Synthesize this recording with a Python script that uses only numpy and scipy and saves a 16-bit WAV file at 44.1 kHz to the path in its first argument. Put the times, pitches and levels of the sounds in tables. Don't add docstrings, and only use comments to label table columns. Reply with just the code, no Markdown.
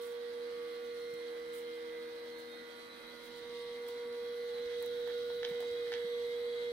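import sys
import numpy as np
from scipy import signal
from scipy.fft import rfft, irfft
from scipy.io import wavfile
from scipy.ndimage import map_coordinates

SR = 44100
rng = np.random.default_rng(int(sys.argv[2]) if len(sys.argv) > 2 else 0)


def to_wav(sig):
    pcm = np.clip(np.atleast_2d(sig), -1, 1) * 32767
    pcm = np.round(pcm).astype(np.int16)
    wavfile.write(sys.argv[1], SR, pcm.T)


N = 296333
TIME = np.arange(N) / SR
FREQ = np.fft.rfftfreq(N, 1 / SR) + 1


def amp(db):
    return 10 ** (np.asarray(db) / 20)


def rms_one(x):
    return x / np.sqrt(np.mean(x ** 2) + 1e-20)


def in_time(rows):
    s, *columns = np.transpose(rows)
    return [np.interp(TIME, s, column) for column in columns]


def at_hz(points):
    hz, value = np.transpose(points)
    return np.interp(np.log(FREQ), np.log(hz), value)


def drift(rate_hz):
    step = 64
    r = np.exp(-2 * np.pi * rate_hz * step / SR)
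    noise = rng.standard_normal(N // step + 2002)
    slow = signal.lfilter([1], [1, -2 * r, r * r], noise)[2000:]
    return np.interp(np.arange(N) / step, np.arange(len(slow)), rms_one(slow))


def tone(turns, left_db, right_db, lead):
    start = rng.uniform(0, 2 * np.pi)
    phase = 2 * np.pi * turns + start
    left = amp(left_db) * np.sin(phase + lead / 2)
    right = amp(right_db) * np.sin(phase - lead / 2)
    return np.sqrt(2) * np.array([left, right])


def band_filter(x, order, hz, kind):
    return signal.sosfilt(signal.butter(order, hz, kind, fs=SR, output="sos"), x)


# pitch in Hz, width in Hz, boost or cut in dB.
SHELL_RESONANCES = [(515, 156, -5), (1966, 30, -2), (3335, 170, 4.5), (4063, 270, -7), (6000, 270, 2.5),
                    (8400, 340, 4), (9250, 100, 4.5), (10100, 340, 3.5), (11900, 700, -1.5),
                    (13600, 430, -5.5), (16100, 230, -7)]
# frequency in Hz, likeness from 0 to 1.
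PORT_LIKENESS = [(60, 0.34), (130, 0.8), (290, 0.63), (640, 0.93), (1410, 0.041), (3100, 0.12),
                 (6820, 0.027), (15000, 0.005)]


def air(spectrum, source=None):
    peaks_db = sum(db / (1 + ((FREQ - hz) / (width / 2)) ** 2) for hz, width, db in SHELL_RESONANCES)
    if source is None:
        source = rng.standard_normal((2, N))
    mid, side = rfft(source) * amp(at_hz(spectrum) + peaks_db)
    alike = np.clip(at_hz(PORT_LIKENESS), 0, 1)
    return rms_one(irfft(np.sqrt(1 + alike) * mid + np.sqrt(1 - alike) * side * [[1], [-1]], N))


def scraping(turns, share, memory_turns):
    steps = 512
    keep = np.exp(-1 / memory_turns)
    fresh = rng.standard_normal((2, int(turns[-1]) + 101, steps))
    pattern = signal.lfilter([1], [1, -keep], fresh, axis=1)[:, 100:].reshape(2, -1)
    repeating = rms_one(pattern[:, (turns * steps).astype(int)])
    return np.sqrt(share) * repeating + np.sqrt(1 - share) * rng.standard_normal((2, N))


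def patchy(x, depth_db, band_hz, hold_s):
    hz, s, cells = signal.stft(x, SR, nperseg=1024)
    chance = rng.standard_normal((2, int(hz[-1] / band_hz) + 2, int(s[-1] / hold_s) + 2))
    grid = np.meshgrid(hz / band_hz, s / hold_s, indexing="ij")
    gain = amp(depth_db * np.array([map_coordinates(c, grid, order=1) for c in chance]))
    return rms_one(signal.istft(cells * gain, SR, nperseg=1024)[1][:, :N])


# time in seconds, turns per second.
SHAFT_SPEED = [(0.0, 95.38), (0.7, 95.41), (1.0, 95.21), (2.25, 95.09), (2.75, 95.26), (3.0, 95.46),
               (3.35, 95.36), (4.3, 95.56), (5.05, 95.95), (5.4, 95.8), (5.9, 95.43), (6.72, 95.57)]


def shaft_turns():
    return np.cumsum(in_time(SHAFT_SPEED)[0]) / SR + .0015 * drift(5.3)


# time in seconds, level in dB.
WHINE_LEVEL = [(0, -71.5), (2.5, -73.5), (3.5, -64), (4.3, -67), (4.8, -56.5), (5.4, -54.5), (6.0, -55.5),
               (6.72, -58)]
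FAR_DB = -68


def nearness():
    return in_time(WHINE_LEVEL)[0] - FAR_DB


# time in seconds, level in dB, left minus right in dB, left lead in radians.
FIFTH_MULTIPLE = [(0.0, -43, -5.5, -0.69), (0.45, -43, -5.5, -0.57), (2.0, -44.5, -4, -0.72),
                  (2.47, -49.5, 1.5, -0.53), (2.82, -54.5, -0.5, -1.1), (2.99, -57, -8, -1),
                  (3.18, -56, -10.5, -0.4), (3.54, -45.5, -5.5, 0.2), (3.99, -42.5, -3.5, -0.32),
                  (4.94, -39, -5.5, -0.4), (5.54, -39.5, -4.5, -0.26), (5.69, -38.5, -5, -0.17),
                  (6.72, -38.5, -5, -0.29)]
STRONG_MULTIPLES = [10, 12, 15, 21, 22]
# time in seconds, then the level of each strong multiple in dB, at the left and right port.
STRONG_LEFT_DB = [(0.0, -64, -71, -76.0, -68, -74.0), (0.28, -64, -80.0, -66.0, -67, -80),
                  (0.56, -63, -89, -63.0, -66, -65), (0.84, -76, -75, -73.0, -62, -60),
                  (1.12, -78, -65, -64, -69, -63.0), (1.4, -69, -77.0, -61, -61, -79),
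                  (1.68, -71.0, -72.0, -61, -74, -59), (1.96, -74.0, -72.0, -63, -61, -60),
                  (2.24, -70, -67.0, -75, -68, -62.5), (2.52, -70.0, -64, -67, -78, -66),
                  (2.8, -70.0, -64, -69, -80, -73.0), (3.08, -66, -69, -72, -70, -58),
                  (3.36, -71.0, -79, -71, -63, -67), (3.64, -65, -57, -67.0, -63, -60),
                  (3.92, -58.5, -75, -66, -61.0, -60), (4.2, -67, -64, -64, -64.0, -66.0),
                  (4.48, -82, -65, -57, -70, -66), (4.76, -71.0, -70, -67, -60, -71),
                  (5.04, -90.0, -74, -60, -78, -71), (5.32, -82, -70, -59.0, -63.0, -75.0),
                  (5.6, -64, -69, -61, -56, -60), (5.88, -66, -79, -62, -60, -64),
                  (6.16, -68, -62, -67.0, -60, -56), (6.44, -63, -67, -68, -62, -58.5),
                  (6.72, -66.0, -66, -67.0, -66, -55)]
STRONG_RIGHT_DB = [(0.0, -75.0, -60.0, -66.0, -66.0, -63.0), (0.28, -85.0, -60.0, -70.0, -68.0, -66.0),
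                   (0.56, -80.0, -60.0, -65.0, -69.0, -67.0), (0.84, -75.0, -61.0, -64.0, -63.0, -58.0),
                   (1.12, -83.0, -63.0, -67.0, -64.0, -58.0), (1.4, -74.0, -65.0, -65.0, -61.0, -61.0),
                   (1.68, -72.0, -62.0, -65.0, -63.0, -62.0), (1.96, -65.0, -64.0, -65.0, -59.0, -62.0),
                   (2.24, -66.0, -66.0, -73.0, -62.0, -65.0), (2.52, -72.0, -71.0, -67.0, -60.0, -65.0),
                   (2.8, -71.0, -64.0, -61.0, -61.0, -65.0), (3.08, -69.0, -67.0, -61.0, -62.0, -70.0),
                   (3.36, -64.0, -68.0, -62.0, -67.0, -62.0), (3.64, -66.0, -64.0, -68.0, -63.0, -61.0),
                   (3.92, -63.0, -65.0, -60.0, -62.0, -63.0), (4.2, -68.0, -65.0, -62.0, -62.0, -66.0),
                   (4.48, -77.0, -68.0, -62.0, -61.0, -65.0), (4.76, -80.0, -74.0, -65.0, -64.0, -61.0),
                   (5.04, -74.0, -72.0, -61.0, -67.0, -65.0), (5.32, -81.0, -74.0, -61.0, -67.0, -65.0),
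                   (5.6, -76.0, -76.0, -66.0, -58.0, -56.0), (5.88, -74.0, -71.0, -65.0, -62.0, -57.0),
                   (6.16, -70.0, -70.0, -65.0, -66.0, -56.0), (6.44, -75.0, -77.0, -69.0, -75.0, -61.0),
                   (6.72, -73.0, -92.0, -67.0, -70.0, -59.0)]
# time in seconds, then the left lead of each strong multiple in radians.
STRONG_LEFT_LEAD = [(0.0, 0.2, 0.1, 0.0, -0.0, -0.1), (0.28, 1.2, 2.0, 1.6, 0.9, -2.6),
                    (0.56, 3.7, 3.6, 1.5, 1.2, -1.5), (0.84, 2.4, 3.5, 1.6, 0.6, -0.6),
                    (1.12, 4.7, 3.7, -0.5, -0.2, -1.0), (1.4, 4.7, 3.6, -2.7, -0.5, -0.6),
                    (1.68, 4.4, 3.6, -2.7, -0.8, -0.5), (1.96, 5.2, 3.7, -3.3, -0.1, -0.1),
                    (2.24, 5.9, 3.9, -4.3, -1.1, 0.3), (2.52, 6.2, 4.1, -1.5, -1.0, 0.4),
                    (2.8, 6.2, 4.1, -0.2, -1.4, 1.7), (3.08, 5.8, 4.9, 0.8, -0.2, -0.6),
                    (3.36, 6.3, 6.3, 0.1, -0.5, 0.1), (3.64, 6.5, 6.2, -2.8, -0.2, 1.2),
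                    (3.92, 6.2, 5.9, -4.2, 0.3, 0.9), (4.2, 6.1, 7.3, -4.3, -0.1, 0.4),
                    (4.48, 6.4, 7.8, -4.3, 0.6, 0.4), (4.76, 5.1, 8.7, -5.4, 0.5, 2.0),
                    (5.04, 4.9, 6.7, -4.7, 0.6, 1.5), (5.32, 6.0, 6.9, -4.6, 0.9, 1.5),
                    (5.6, 6.3, 6.9, -4.4, 0.3, 1.7), (5.88, 6.9, 6.8, -4.1, -0.0, 2.3),
                    (6.16, 6.7, 5.8, -3.6, 0.0, 2.6), (6.44, 6.3, 5.4, -3.6, -0.4, 1.8),
                    (6.72, 6.1, 4.7, -3.5, -0.8, 2.4)]
WHINING_MULTIPLES = [35, 39, 42, 44]
# time in seconds, then the level of each whining multiple in dB.
WHINING_DB = [(0.0, -69, -69, -74, -74), (0.28, -71, -72, -83, -70.0), (0.56, -70, -88, -68.5, -72.0),
              (0.84, -69, -74, -71, -68), (1.12, -78.0, -73, -73, -67), (1.4, -82, -81, -66.5, -74),
              (1.68, -79, -75.0, -77, -66), (1.96, -74.0, -67, -70, -69), (2.24, -73, -79, -66, -69),
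              (2.52, -75.0, -61, -70, -63), (2.8, -86.0, -73.0, -63.5, -79), (3.08, -71, -71, -63, -77),
              (3.36, -74, -67, -69.0, -67), (3.64, -84, -64, -67.0, -70), (3.92, -76, -75, -68, -72),
              (4.2, -68, -73.0, -71, -70), (4.48, -75, -70, -67, -68), (4.76, -68, -64, -68, -70),
              (5.04, -63.0, -66, -66, -72.0), (5.32, -63, -65.0, -64, -71), (5.6, -68, -68.0, -71, -76),
              (5.88, -61, -67, -67, -81), (6.16, -62, -70, -68, -73), (6.44, -64.0, -69, -66, -71),
              (6.72, -58, -74, -67, -73)]
# multiple of the shaft speed, base level in dB.
WEAK_MULTIPLES = [(1, -82.5), (8, -76.5), (9, -75), (11, -80), (13, -75), (14, -75), (16, -75.5), (17, -75),
                  (19, -74.5), (20, -72), (23, -75), (26, -76.5), (34, -75), (40, -75), (41, -73),
                  (57, -82), (64, -82.5), (66, -84)]
LINES_GROW = 0.26


def motor(turns, near_db):
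    tone_db, pan_db, lead = in_time(FIFTH_MULTIPLE)
    tone_db = tone_db + .5 * drift(17.5)
    out = tone(5 * turns + 0.0037 * drift(25), tone_db + pan_db / 2, tone_db - pan_db / 2, lead)

    strong = zip(STRONG_MULTIPLES, in_time(STRONG_LEFT_DB), in_time(STRONG_RIGHT_DB),
                 in_time(STRONG_LEFT_LEAD))
    for multiple, left_db, right_db, lead in strong:
        waver_db = 2.13 * drift(6.4)
        cycles = multiple * turns + 0.012 * drift(11.0)
        out += tone(cycles, left_db + waver_db, right_db + waver_db, lead)

    for multiple, db in zip(WHINING_MULTIPLES, in_time(WHINING_DB)):
        cycles = multiple * turns + .55 * drift(9.0)
        out += tone(cycles, db + 4.0 * drift(9.0), db + 4.0 * drift(9.0), 1.5 * drift(.8))

    for multiple, db in WEAK_MULTIPLES:
        high = multiple > 30
        fades_hz = 9 if high else 3.5
        cycles = multiple * turns + .009 * multiple * drift(8.8)
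        db = db + LINES_GROW * near_db * (high or multiple == 1)
        left_db, right_db = db + 4.5 * drift(fades_hz), db + 4.5 * drift(fades_hz)
        out += tone(cycles, left_db, right_db, rng.uniform(-3, 3))
    return out


# time in seconds, left level of the lower tone in dB, of the upper tone in dB.
HUM_LEVELS = [(0.0, -68, -71.5), (1.1, -66, -67), (2.4, -64, -65), (3.55, -64.5, -67.5), (4.25, -66.5, -80),
              (4.85, -66.5, -73), (5.7, -66, -71), (6.72, -70.5, -76)]
HUM_HZ = (242.9, 322.4)
HUM_WAVER_DB = 2.5


def hum():
    low_db, high_db = in_time(HUM_LEVELS) + HUM_WAVER_DB * np.array([drift(7.1), drift(1.0)])
    low = tone(HUM_HZ[0] * TIME, low_db, low_db + 1.5, 0.11)
    high = tone(HUM_HZ[1] * TIME, high_db, high_db + 3.5, 0.17)
    return low + high


# frequency in Hz, relative level in dB.
LOW_WHIRR_SPECTRUM = [(100, -34), (170, -29), (237, -12), (414, -13), (472, -11.5), (507, -14.5),
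                      (531, -3.5), (666, -15.5), (1140, -17.5), (1620, -12), (2060, -14.5), (2290, -16.5),
                      (2900, -24.5), (3770, -65), (6380, -120)]
HIGH_WHIRR_SPECTRUM = [(1470, -32), (2500, -20), (2610, -20), (2800, -8), (3230, -1), (3550, -4.5),
                       (4140, 0.5), (5170, -8.5), (6140, -16), (6980, -23), (7200, -20.5), (9360, -22),
                       (15800, -120)]
HISS_SPECTRUM = [(3760, -38), (6400, 1.5), (7020, -19), (7750, 2.5), (8660, -6.5), (9000, 0), (10200, 2),
                 (11800, -1), (13400, 3), (15100, 0), (15700, -5), (16200, -19)]
RUMBLE_SPECTRUM = [(12, -33), (20, -13), (54, -5.5), (87, -14), (114, -9), (210, 2), (228, -36), (240, 3),
                   (310, -51), (530, -120)]
LOW_DB, HIGH_DB, HISS_DB, RUMBLE_DB = -57.5, -57.5, -67, -71
LOW_GROWS, HIGH_GROWS, HISS_GROWS, RUMBLE_GROWS = 0.011, 0.16, 0.067, 0.027


def whirr(turns, near_db):
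    throb = 1 + 0.1 * np.sin(2 * np.pi * turns) + 0.091 * np.sin(4 * np.pi * turns)
    low = patchy(air(LOW_WHIRR_SPECTRUM), 2.4, 150, 0.33)
    low = amp(LOW_DB + LOW_GROWS * near_db + 1.0 * drift(13.0)) * low

    brushes = scraping(turns, share=0.31, memory_turns=4.5)
    high = patchy(air(HIGH_WHIRR_SPECTRUM, brushes), 2.6, 200, .18)
    high = amp(HIGH_DB + HIGH_GROWS * near_db + 1.2 * drift(12.0)) * throb * high

    brushes = scraping(turns, share=0.59, memory_turns=8.0)
    hiss = patchy(air(HISS_SPECTRUM, brushes), 2.6, 350, .4)
    hiss = amp(HISS_DB + HISS_GROWS * near_db + 1.0 * drift(14)) * throb * hiss

    rumble = amp(RUMBLE_DB + RUMBLE_GROWS * near_db + 2.0 * drift(2.0)) * air(RUMBLE_SPECTRUM)
    return low + high + hiss + rumble


# frequency in Hz, relative level in dB.
WHINE_SPECTRUM = [(2700, -21), (3050, -13), (3300, -0.5), (3520, -13), (3750, 3.5), (4050, 6.5),
                  (4300, -40), (5000, -38)]
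DRONE_DB, DRONE_GROWS = -80.5, 0.83


def close_by(turns, near_db):
    brushes = scraping(turns, share=0.64, memory_turns=4.0)
    whine = patchy(air(WHINE_SPECTRUM, brushes), 2.5, 180, .07)
    drone = rms_one(band_filter(rng.standard_normal((2, N)), 2, [90, 160], "band"))
    return amp(FAR_DB + near_db) * whine + amp(DRONE_DB + DRONE_GROWS * near_db) * drone


# start in seconds, end in seconds, pitch in Hz, width in Hz, level in dB.
AIRY_BANDS = [(4.25, 4.6, 13000, 500, -78), (4.9, 6.35, 13350, 300, -77), (5.0, 5.4, 10700, 200, -79),
              (5.6, 6.8, 11000, 200, -78), (5.6, 6.8, 8100, 400, -75), (4.95, 5.8, 15500, 250, -78),
              (3.0, 4.8, 10100, 400, -77), (-1, 4.9, 9250, 110, -81)]
AIRY_FADE_S = .15


def airy():
    out = np.zeros((2, N))
    white = rfft(rng.standard_normal((2, N)))
    for start, end, hz, width, db in AIRY_BANDS:
        band = rms_one(irfft(white / (1 + ((FREQ - hz) / (width / 2)) ** 2), N))
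        fade = np.interp(TIME, [start - AIRY_FADE_S, start, end, end + AIRY_FADE_S], [0, 1, 1, 0])
        out += amp(db + 1.5 * drift(3.3)) * fade * band
    return out


# start in seconds, rise in seconds,
# fall in seconds (half of it halves the swish), level in dB.
CLOTH_RUSTLES = [(0.0, 0.029, 0.15, -53.5), (1.51, 0.055, 0.1, -52.5), (2.37, 0.024, .04, -60),
                 (3.22, 0.035, 0.045, -56.5), (3.34, 0.04, .05, -62), (3.86, 0.025, 0.05, -56),
                 (4.74, .09, 0.1, -61), (5.47, .025, 0.05, -58), (5.6, 0.007, 0.045, -58)]


def rustles():
    shape = np.zeros(N)
    for start, rise, fall, db in CLOTH_RUSTLES:
        after = np.clip(TIME - start - rise, 0, None)
        swell = np.sin(np.pi / 2 * np.interp(TIME, [start, start + rise], [0, 1])) ** 2
        shape += amp(db) * swell / (1 + (2 * after / fall) ** 3)
    colour = [(3000, -6), (6500, -3.5), (9000, 2), (12000, 0.0), (16000, 1.5)]   # Hz, relative dB
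    swish = patchy(air(colour), 2.5, 1500, .03)
    return shape * amp(1.8 * drift(66)) * swish


# start in seconds, strength in dB, pitch in Hz.
SOFT_STEPS = [(1.131, -46, 169), (4.657, -50, 71), (5.508, -40, 180), (5.711, -50, 91.5), (6.044, -42, 200)]


def thuds():
    out = np.zeros(N)
    for s, db, hz in SOFT_STEPS:
        after = np.clip(TIME - s, 0, None)
        out += amp(db) * np.sin(2 * np.pi * hz * after) * (after / 0.0037) * np.exp(-after / 0.005)
    return band_filter(out, 1, 60, "high")


# start in seconds, strength in dB, duller mid part in dB against it.
CLOTH_TICKS = [(1.1388, -41, -16), (2.3825, -54, -7), (3.8848, -39, -1), (4.1275, -56, -4),
               (4.7117, -57, -5), (4.8254, -35, -8), (4.8614, -37, -5), (4.9102, -54, -4),
               (4.9994, -56, -5), (5.0764, -45, -10), (5.4879, -48, -10), (5.4984, -51, -6),
               (5.5144, -52, -5), (5.6038, -38, -9), (5.9189, -53, -4), (5.927, -53, -7), (6.2891, -57, -3)]
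TICK_LEFT_DB = -7


def ticks():
    bright, middle, n = np.zeros(N), np.zeros(N), np.arange(400)
    for s, db, mid_db in CLOTH_TICKS:
        i = round(s * SR)
        puff = rng.standard_normal(400) * np.exp(-n / SR / .0014)
        bright[i:i + 400] += amp(db) * puff
        middle[i:i + 400] += amp(db + mid_db) * puff
    return band_filter(bright, 2, 6500, "high") + band_filter(middle, 2, [1500, 5500], "band")


def ring(clicks, hz, t60):
    r, w = amp(-60 / (t60 * SR)), 2 * np.pi * hz / SR
    return signal.lfilter([0, np.sin(w)], [1, -2 * r * np.cos(w), r * r], clicks + 1e-18)


# time in seconds, strength in dB, pitch in Hz of the modes struck hardest.
DOCK_CONTACTS = [(3.887, -39, 1100), (3.888, -38, 4100), (4.127, -44, 2200), (4.583, -37, 2400),
                 (4.712, -42, 1900), (4.818, -40, 1100), (4.829, -39, 1300), (4.838, -38, 1600),
                 (4.846, -41, 750), (5.04, -47, 1300), (5.074, -34, 1300), (5.086, -42, 1500),
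                 (5.0995, -36, 1700), (5.108, -40, 2200), (5.301, -35, 1200), (5.314, -42, 1000),
                 (5.4305, -29.5, 2200), (5.4444, -34, 2200), (5.449, -26.5, 3200), (5.459, -39, 3300),
                 (5.4754, -38, 1900), (5.468, -40, 750), (5.4879, -40, 2600), (5.4984, -38, 2200),
                 (5.514, -39, 1900), (5.519, -39, 1200), (5.603, -39, 720), (5.535, -41, 2000),
                 (5.549, -40, 2100), (5.605, -39, 3800), (5.6248, -36, 900), (5.637, -41, 950),
                 (5.8696, -39, 1500), (5.9195, -30.5, 1800), (5.9274, -31, 2200), (5.938, -27, 2500),
                 (5.9474, -35, 2600), (5.955, -39, 2200), (5.963, -38, 1700), (5.97, -40, 2200),
                 (5.978, -40, 1900), (5.984, -41, 2000), (5.995, -45, 1200), (6.007, -42, 2000),
                 (6.0169, -39, 1900), (6.085, -46, 3300)]
# pitch in Hz, relative level in dB, seconds to fall 60 dB.
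CASE_MODES = [(454, 2, 0.018), (740, -7, 0.028), (900, -7, 0.028), (1200, -11, 0.02), (1700, -3, 0.013),
              (2200, -7, 0.009), (2950, -2, 0.0062), (3344, 0, 0.012), (4140, -1, 0.005), (5000, 0, 0.0046),
              (6100, -1, 0.0035)]
RATTLE_DB, RATTLE_S, RATTLES_PER_S = -20, .035, 500
FOCUS_DB_PER_OCT, SOFT_BELOW_DB, SOFT_FOCUS = 7, -33, 1.0
CLACK_LEFT_LEAD_S = .00009


def clacks():
    s, strike_db, centre_hz = np.transpose(DOCK_CONTACTS)
    luck_db = rng.normal(0, 1.5, (len(s), len(CASE_MODES)))
    at = np.round(s * SR).astype(int)
    after = np.arange(int(.12 * SR)) / SR
    size = (len(s), len(after))
    chatter = rng.standard_normal(size) * (rng.random(size) < RATTLES_PER_S / SR)
    hits = amp(RATTLE_DB) * np.exp(-after / RATTLE_S) * chatter
    hits[:, 0] = 1
    hits[:, round(.0024 * SR)] = -amp(-6.0)
    focus = FOCUS_DB_PER_OCT + SOFT_FOCUS * np.clip(SOFT_BELOW_DB - strike_db, 0, 6)
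    out = np.zeros(N)
    for k, (hz, db, t60) in enumerate(CASE_MODES):
        clicks = np.zeros(N)
        octaves_off = np.abs(np.log2(hz / centre_hz))
        strength = amp(strike_db + db - focus * octaves_off + luck_db[:, k]) * (-1) ** k
        np.add.at(clicks, at[:, None] + np.arange(len(after)), strength[:, None] * hits)
        out += ring(clicks, hz, t60)
    return band_filter(out, 2, [450, 7000], "band")


ROOM_T60_S, ROOM_DB = .24, -8


def room(x):
    n = np.arange(int(.5 * SR))
    decay = amp(-60 * n / SR / ROOM_T60_S) * (n > .003 * SR)
    tail = rng.standard_normal((2, len(n))) * decay
    return signal.fftconvolve(x[None], rms_one(tail) / np.sqrt(len(n)), axes=1)[:, :N]


def scene():
    turns, near_db = shaft_turns(), nearness()
    machine = motor(turns, near_db) + hum() + whirr(turns, near_db) + close_by(turns, near_db) + airy()
    cloth, steps = rustles(), thuds()
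    tick, clack = ticks(), clacks()
    both_ticks = tick * amp([[TICK_LEFT_DB], [0]])
    both_clacks = np.array([np.roll(clack, -round(CLACK_LEFT_LEAD_S * SR)), clack])
    tail = amp(ROOM_DB) * room(clack + .3 * tick)
    return machine + cloth + steps + both_ticks + both_clacks + tail


# frequency in Hz, gain in dB.
LEFT_PORT_GAIN = [(60, 2.5), (200, -6.5), (450, 3), (700, -4), (2400, -1.5), (3300, -7), (3900, 0.5),
                  (4600, -3.5), (5300, -28), (7000, -6), (9000, -19.5), (10000, -11.5), (12000, -7.5),
                  (15500, -22)]
CUTOFF_HZ = 15750


def record(dry):
    left = irfft(rfft(dry[0]) * amp(at_hz(LEFT_PORT_GAIN)), N)
    ports = np.array([left, dry[1]])
    level_db = 20 * np.log10(np.abs(ports).max(axis=0) + 1e-9)
    over_db = np.maximum(level_db + 18.0, 0)
    release = 37.0 * TIME
    held_db = np.maximum.accumulate(over_db + release) - release
    r = np.exp(-1 / (0.01 * SR))
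    ports = ports * amp(-.4 * signal.lfilter([1 - r], [1, -r], held_db))
    return signal.sosfilt(signal.ellip(12, .5, 70, CUTOFF_HZ, fs=SR, output="sos"), ports)


dry = scene()
out = record(dry)
to_wav(out)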